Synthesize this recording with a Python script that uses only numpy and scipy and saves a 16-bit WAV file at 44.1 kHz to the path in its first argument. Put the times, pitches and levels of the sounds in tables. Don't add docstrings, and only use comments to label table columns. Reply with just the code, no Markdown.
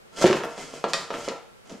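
import sys
import numpy as np
from scipy import signal
from scipy.io import wavfile

SR = 44100
rng = np.random.default_rng(int(sys.argv[2]) if len(sys.argv) > 2 else 0)


def elevation(decibels):
    levels = np.asarray(decibels, float)
    return 10 ** (levels / 20)


def generate_wav(signal):
    frames = np.transpose(np.atleast_2d(signal))
    scaled = np.clip(frames, -1, 1) * 32767
    pcm = np.round(scaled).astype(np.int16)
    wavfile.write(sys.argv[1], SR, pcm)


N = 79380


def evened(x):
    return x / np.sqrt(np.mean(x ** 2) + 1e-20)


def read(points, hz):
    f, value = np.transpose(points)
    return np.interp(np.log(hz + 1), np.log(f + 1), value)


def colour(x, points):
    log_gain = np.log(elevation(read(points, abs(np.fft.fftfreq(4096, 1 / SR)))))
    taps = np.fft.ifft(np.exp(signal.hilbert(log_gain).conj())).real[:2048]
    taps = taps.reshape((1,) * (x.ndim - 1) + (-1,))
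    return signal.oaconvolve(x, taps, axes=-1)[..., :N]


def ring(modes, spot_db=0, shift=1):
    t = np.arange(SR // 4)[:, None] / SR
    hz, db, t60 = np.transpose(modes)
    decay = elevation(db + spot_db - 60 * t / t60)
    h = (decay * np.sin(2 * np.pi * hz * shift * t)).sum(1)
    return h / np.linalg.norm(h)


# frequency in Hz, level in dB.
AIR = [(12, -70), (20, -14), (197, -8.5), (226, -1.5), (283, -26), (363, -5), (886, -15), (1240, -15),
       (15600, -36)]
# frequency in Hz, likeness from -1 to 1.
AIR_SAME = [(60, -0.61), (240, -0.67), (950, -0.48), (3770, -0.4), (15000, 0.34)]


def air():
    frames, hz = N // 256 + 5, np.fft.rfftfreq(1024, 1 / SR)
    a, b, c, d = rng.standard_normal((frames, 513, 4)).T
    same = np.clip(read(AIR_SAME, hz), -1, 1)[:, None]
    left = a + 1j * b
    right = same * left + np.sqrt(1 - same ** 2) * (c + 1j * d)
    spectrum = np.array([left, right]) * elevation(read(AIR, hz))[:, None]
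    hiss = signal.istft(spectrum, nperseg=1024, noverlap=768)[1][:, :N]
    return elevation(-52.5) * evened(hiss)


# start in seconds, length in seconds, paper level in dB, weight on the box in dB.
STROKES = [(0.102, 0.15, -55, -51), (0.156, 0.1, -35, -45.5), (0.209, 0.031, -27.5, -24.5),
           (0.26, 0.015, -28, -22.5), (0.303, 0.061, -57, -37.5), (0.349, 0.044, -37, -32.5),
           (0.429, 0.039, -47, -32.5), (0.459, 0.13, -50.5, -50.5), (0.546, 0.16, -42, -44.5),
           (0.667, 0.082, -49, -52.5), (0.714, 0.097, -45.5, -47), (0.76, 0.1, -56.5, -51),
           (0.874, 0.051, -40.5, -43), (0.956, 0.12, -44.5, -44), (1.101, 0.11, -47, -39),
           (1.168, 0.089, -42.5, -43.5), (1.222, 0.079, -42.5, -49), (1.295, 0.054, -67, -40.5),
           (1.645, 0.053, -57.5, -57), (1.686, 0.035, -48, -47.5), (1.71, 0.098, -58.5, -62)]
# frequency in Hz, level in dB.
PAPER = [(500, -8.5), (1000, -18.5), (2500, -6.5), (4700, -9), (7000, -17.5), (9000, -14.5), (12000, -13),
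         (15500, -55)]
# frequency in Hz, width in Hz, level in dB.
CREASES = [(2240, 310, 3), (3320, 320, 0.5), (5300, 170, 1), (6860, 1470, 18)]
# frequency in Hz, level in dB.
THUD = [(60, -24.5), (120, 0), (350, 3.5), (700, 3), (1500, -7), (3000, -27.5)]
# frequency in Hz, level in dB, t60 in seconds.
LID = [(161.5, -7, 0.33), (337.6, -3.5, 0.35), (443.6, -30, 0.72), (470, -1, 0.35), (535, -6, 0.15),
       (581.2, 5.5, 0.076), (670.8, -0.5, 0.24), (783, -11, 0.37), (980, -12, 0.39), (1000, -4, 0.11),
       (1254, -4, 0.071), (1352, 7, 0.069), (1690, -7.5, 0.18), (2585, 5.5, 0.02)]


def rubbing():
    slips_per_s, spread_db, rise_shape = 3800, 4, 0.73
    t, paper, weight = np.arange(N) / SR, np.zeros(N), np.zeros(N)
    for start, length, paper_db, box_db in STROKES:
        progress = np.clip((t - start) / length, 0, 1)
        arch = np.sin(np.pi * progress ** rise_shape) ** 2
        paper += elevation(paper_db) * arch
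        weight += elevation(box_db) * arch
    hit, sign, size = rng.random((3, 2, N))
    slips = (hit < slips_per_s / SR) * np.sign(sign - .5)
    slips = slips * elevation(-spread_db * np.log(size + 0.0035))
    fine, coarse = evened(slips[0]), evened(slips[1])

    sheet = fine
    for hz, width, db in CREASES:
        crease = ring([(hz, 0, 2.2 / width)])
        sheet = sheet + signal.oaconvolve(fine, elevation(db) * crease)[:N]
    sheet = evened(colour(sheet, PAPER))

    lid = signal.oaconvolve(weight * coarse, ring(LID))[:N]
    body = colour(weight * coarse, THUD) / np.std(colour(coarse, THUD))
    return paper * sheet + elevation(-2.5) * lid + body


def contacts(rows, modes, crack_db, bounce_db, detune=0.012):
    spot_db, crack_s, soft_start, rebound = 1.5, 0.0015, 0.041, 0.62
    ring_in_room, bounce_samples = 0.38, 77
    direct, far = np.zeros(N), np.zeros((3, N))
    t, grit = np.arange(N) / SR, rng.standard_normal(N)
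    spots, bends = rng.standard_normal((2, len(rows), len(modes)))
    for k, (s, db, hz, ring_db, room_db) in enumerate(rows):
        at = int(s * SR)
        age = np.maximum(t[at:at + 1024] - s, 0)
        u = age * hz
        push = np.sin(2 * np.pi * u ** rebound) * np.exp(-((u - .4) / 0.48) ** 2)
        push = push * (1 - np.exp(-(u / soft_start) ** 2))
        r = np.exp(-2 * np.pi * 2.68 * hz / SR)
        crack = evened(signal.lfilter([1], [1, -2 * r, r * r], grit[at:at + 1024]))
        crack = crack * np.exp(-age / crack_s) * np.minimum(4 * u, 1)
        blow = push + elevation(crack_db) * crack

        first_push = push * (u ** rebound < .5)
        rung = signal.oaconvolve(first_push, ring(modes, spot_db * spots[k], 1 + detune * bends[k]))
        rung = (elevation(ring_db) * rung / abs(rung).max())[:N - at]
        n = len(rung)
        blow = np.pad(blow, (0, n))[:n]
        both = elevation(db) * (blow + rung)
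        bounce = np.pad(both, (bounce_samples, 0))[:n]
        direct[at:at + n] += both + elevation(bounce_db) * bounce
        far[k % 3, at:at + n] += elevation(db + room_db) * (blow + ring_in_room * rung)
    return np.vstack([direct, far])


# start in seconds, peak in dB, contact
# frequency in Hz, ring in dB, room in dB.
SNAPS = [(.1735, -35, 3070, -34, 9), (0.2576, -10.5, 2230, -19, 5.5), (.2770, -9.5, 2450, -14, -17.5),
         (0.311, -15, 1970, -24, -7), (0.8403, -24.5, 2250, -15, 3), (1.1046, -22.5, 2500, -9, 1),
         (1.1415, -24.5, 2500, -22, 5), (0.9344, -2.5, 3890, -12, -0.5), (1.2865, -16.5, 4280, -17.5, -2.5),
         (1.2863, -22, 2580, -11, 1.5), (1.6966, -32.5, 4530, -21, 1), (1.7215, -31, 5550, -34, 1),
         (.172, -29, 4000, -15, -3), (0.181, -40, 5500, -18, 0), (.212, -35, 2400, -9, -2),
            (0.221, -28, 6000, -15, 5), (.2260, -17, 4800, -12, 1), (.2320, -19, 2510, -19, 3),
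            (0.265, -16, 2830, -30, 3), (.2700, -21, 5540, -20, 4), (.2860, -32, 2290, -13, 0),
            (0.301, -28, 2580, -29, 1), (.3680, -21.5, 2530, -20, 4), (.3860, -29, 2200, -16, -6)]
# frequency in Hz, level in dB, t60 in seconds.
WRAP = [(162.6, -10, 0.47), (559, 4, 0.17), (657, -1, 0.31), (768, -15, 0.11), (1218, 6.5, 0.21),
        (1106, -2, 0.085), (1877, 3, 0.22), (1950, 4.5, 0.14), (2523, 2, 0.14), (3010, -1, 0.21),
        (3720, -0.5, 0.25), (4410, 0, 0.17), (4680, -3.5, 0.29), (5600, 4, 0.12)]


def paper_snaps():
    return contacts(SNAPS, WRAP, crack_db=-13.5, bounce_db=-22)


# start in seconds, peak in dB, contact frequency in Hz, ring in dB, room in dB.
KNOCKS = [(.1870, -38, 477, -5, 18), (.2120, -20.5, 493, -3, -24), (0.329, -9.5, 1328, -6, -2),
          (.4362, -19.5, 1370, -11, -0.5), (.5790, -27, 654, -15, 2.5), (.7380, -28, 520, -4, -7),
          (0.8413, -8.5, 743, -5.5, -1), (0.9344, -21.5, 1260, -5.5, 2), (.9435, -15.5, 1230, -18, 0.5),
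          (1.1047, -16, 704, -7.5, 0.5), (1.1400, -23, 1000, 2, -19), (1.2788, -19.5, 565, -2.5, 5),
          (1.2820, -29.5, 470, 4, 2.5), (1.7400, -41, 1160, 3.5, -6)]


def lid_knocks():
    return contacts(KNOCKS, LID, crack_db=-10.5, bounce_db=-10)


# start in seconds, peak in dB, contact frequency in Hz, ring in dB, room in dB.
THUMPS = [(.2420, 1, 424, -11.5, -8), (0.2472, -5.5, 335, 2, -12), (0.2588, -9, 400, -11.5, -10),
          (.2680, -18, 420, 6.5, -15), (.2800, -15, 445, 0.5, -10), (0.2926, -22.5, 380, 7, -20),
          (0.3006, -16.5, 380, 9, 4), (0.347, -19, 590, -8, 1.5), (.3560, -21, 412, 2, -1),
          (.3980, -29, 380, 5.5, 0.5), (1.7150, -31, 383, -18, 4.5), (1.725, -33, 230, -13, 6)]
# frequency in Hz, level in dB, t60 in seconds.
BOX = [(84, -26, 0.21), (149.8, 3.5, 0.26), (247, 11, 0.11), (373, 16, 0.1), (368, 21.5, 0.23),
       (410, 16, 0.19), (544, 15, 0.059), (616, 11, 0.053), (910, 11.5, .15)]


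def box_thumps():
    return contacts(THUMPS, BOX, crack_db=-10.5, bounce_db=-11, detune=0)


# frequency in Hz, t60 in seconds.
ROOM = [(80, 0.26), (300, 0.25), (1000, 0.55), (3000, 0.48), (7000, 0.39), (14000, 0.36)]
# frequency in Hz, level in dB.
ROOM_SIDE = [(40, -11), (150, -18), (600, -15.5), (1500, -9), (3000, -11.5), (6000, -4.5), (10000, 0),
             (13000, -22)]


def room(x):
    early_db, early_s = 4, 0.0053
    taps = np.zeros((2, SR))
    at = np.arange(140, SR - 20, 20) + rng.integers(0, 20, (2, (SR - 141) // 20))
    np.put_along_axis(taps, at, rng.choice([-1., 1.], at.shape), 1)
    hz, t, z = signal.stft(taps, SR, nperseg=256)
    decay = elevation(-60 * t / read(ROOM, hz)[:, None])
    tail = signal.istft(z * decay, SR, nperseg=256)[1]
    tail = tail * (1 + elevation(early_db) * np.exp(-np.arange(tail.shape[1]) / SR / early_s))
    tail = tail / np.linalg.norm(tail[0])
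    mid, side = signal.fftconvolve(x[None], tail, axes=1)[:, :N]
    side = colour(side, ROOM_SIDE)
    return np.array([mid + side, mid - side])


# frequency in Hz, level in dB.
CONTACT_TONE = [(25, -25), (100, -12), (200, -1), (7300, 0.5), (8600, -8), (11000, -8), (15500, -33)]


def scene():
    rub = rubbing()
    struck = colour(paper_snaps() + lid_knocks() + box_thumps(), CONTACT_TONE)
    direct, far = struck[0], struck[1:]
    near = (elevation(-4.5) * rub + direct) * elevation(np.array([[-.3], [.3]]))
    echoes = sum(room(x) for x in far) + room(elevation(-2.5) * rub)
    return near + echoes + air()


def low_pass(x):
    return signal.sosfilt(signal.butter(12, 15800, fs=SR, output="sos"), x)


# frequency in Hz, level in dB.
TOP = [(9000, 1), (12000, -2), (15500, -6.5)]


def record(dry):
    ceiling = 1.4
    held = ceiling * np.tanh(colour(dry, TOP) / ceiling)
    heard = signal.oaconvolve(held, signal.firwin(255, 15750, fs=SR)[None], "same")
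    return low_pass(heard)


dry = scene()
out = record(dry)
generate_wav(out)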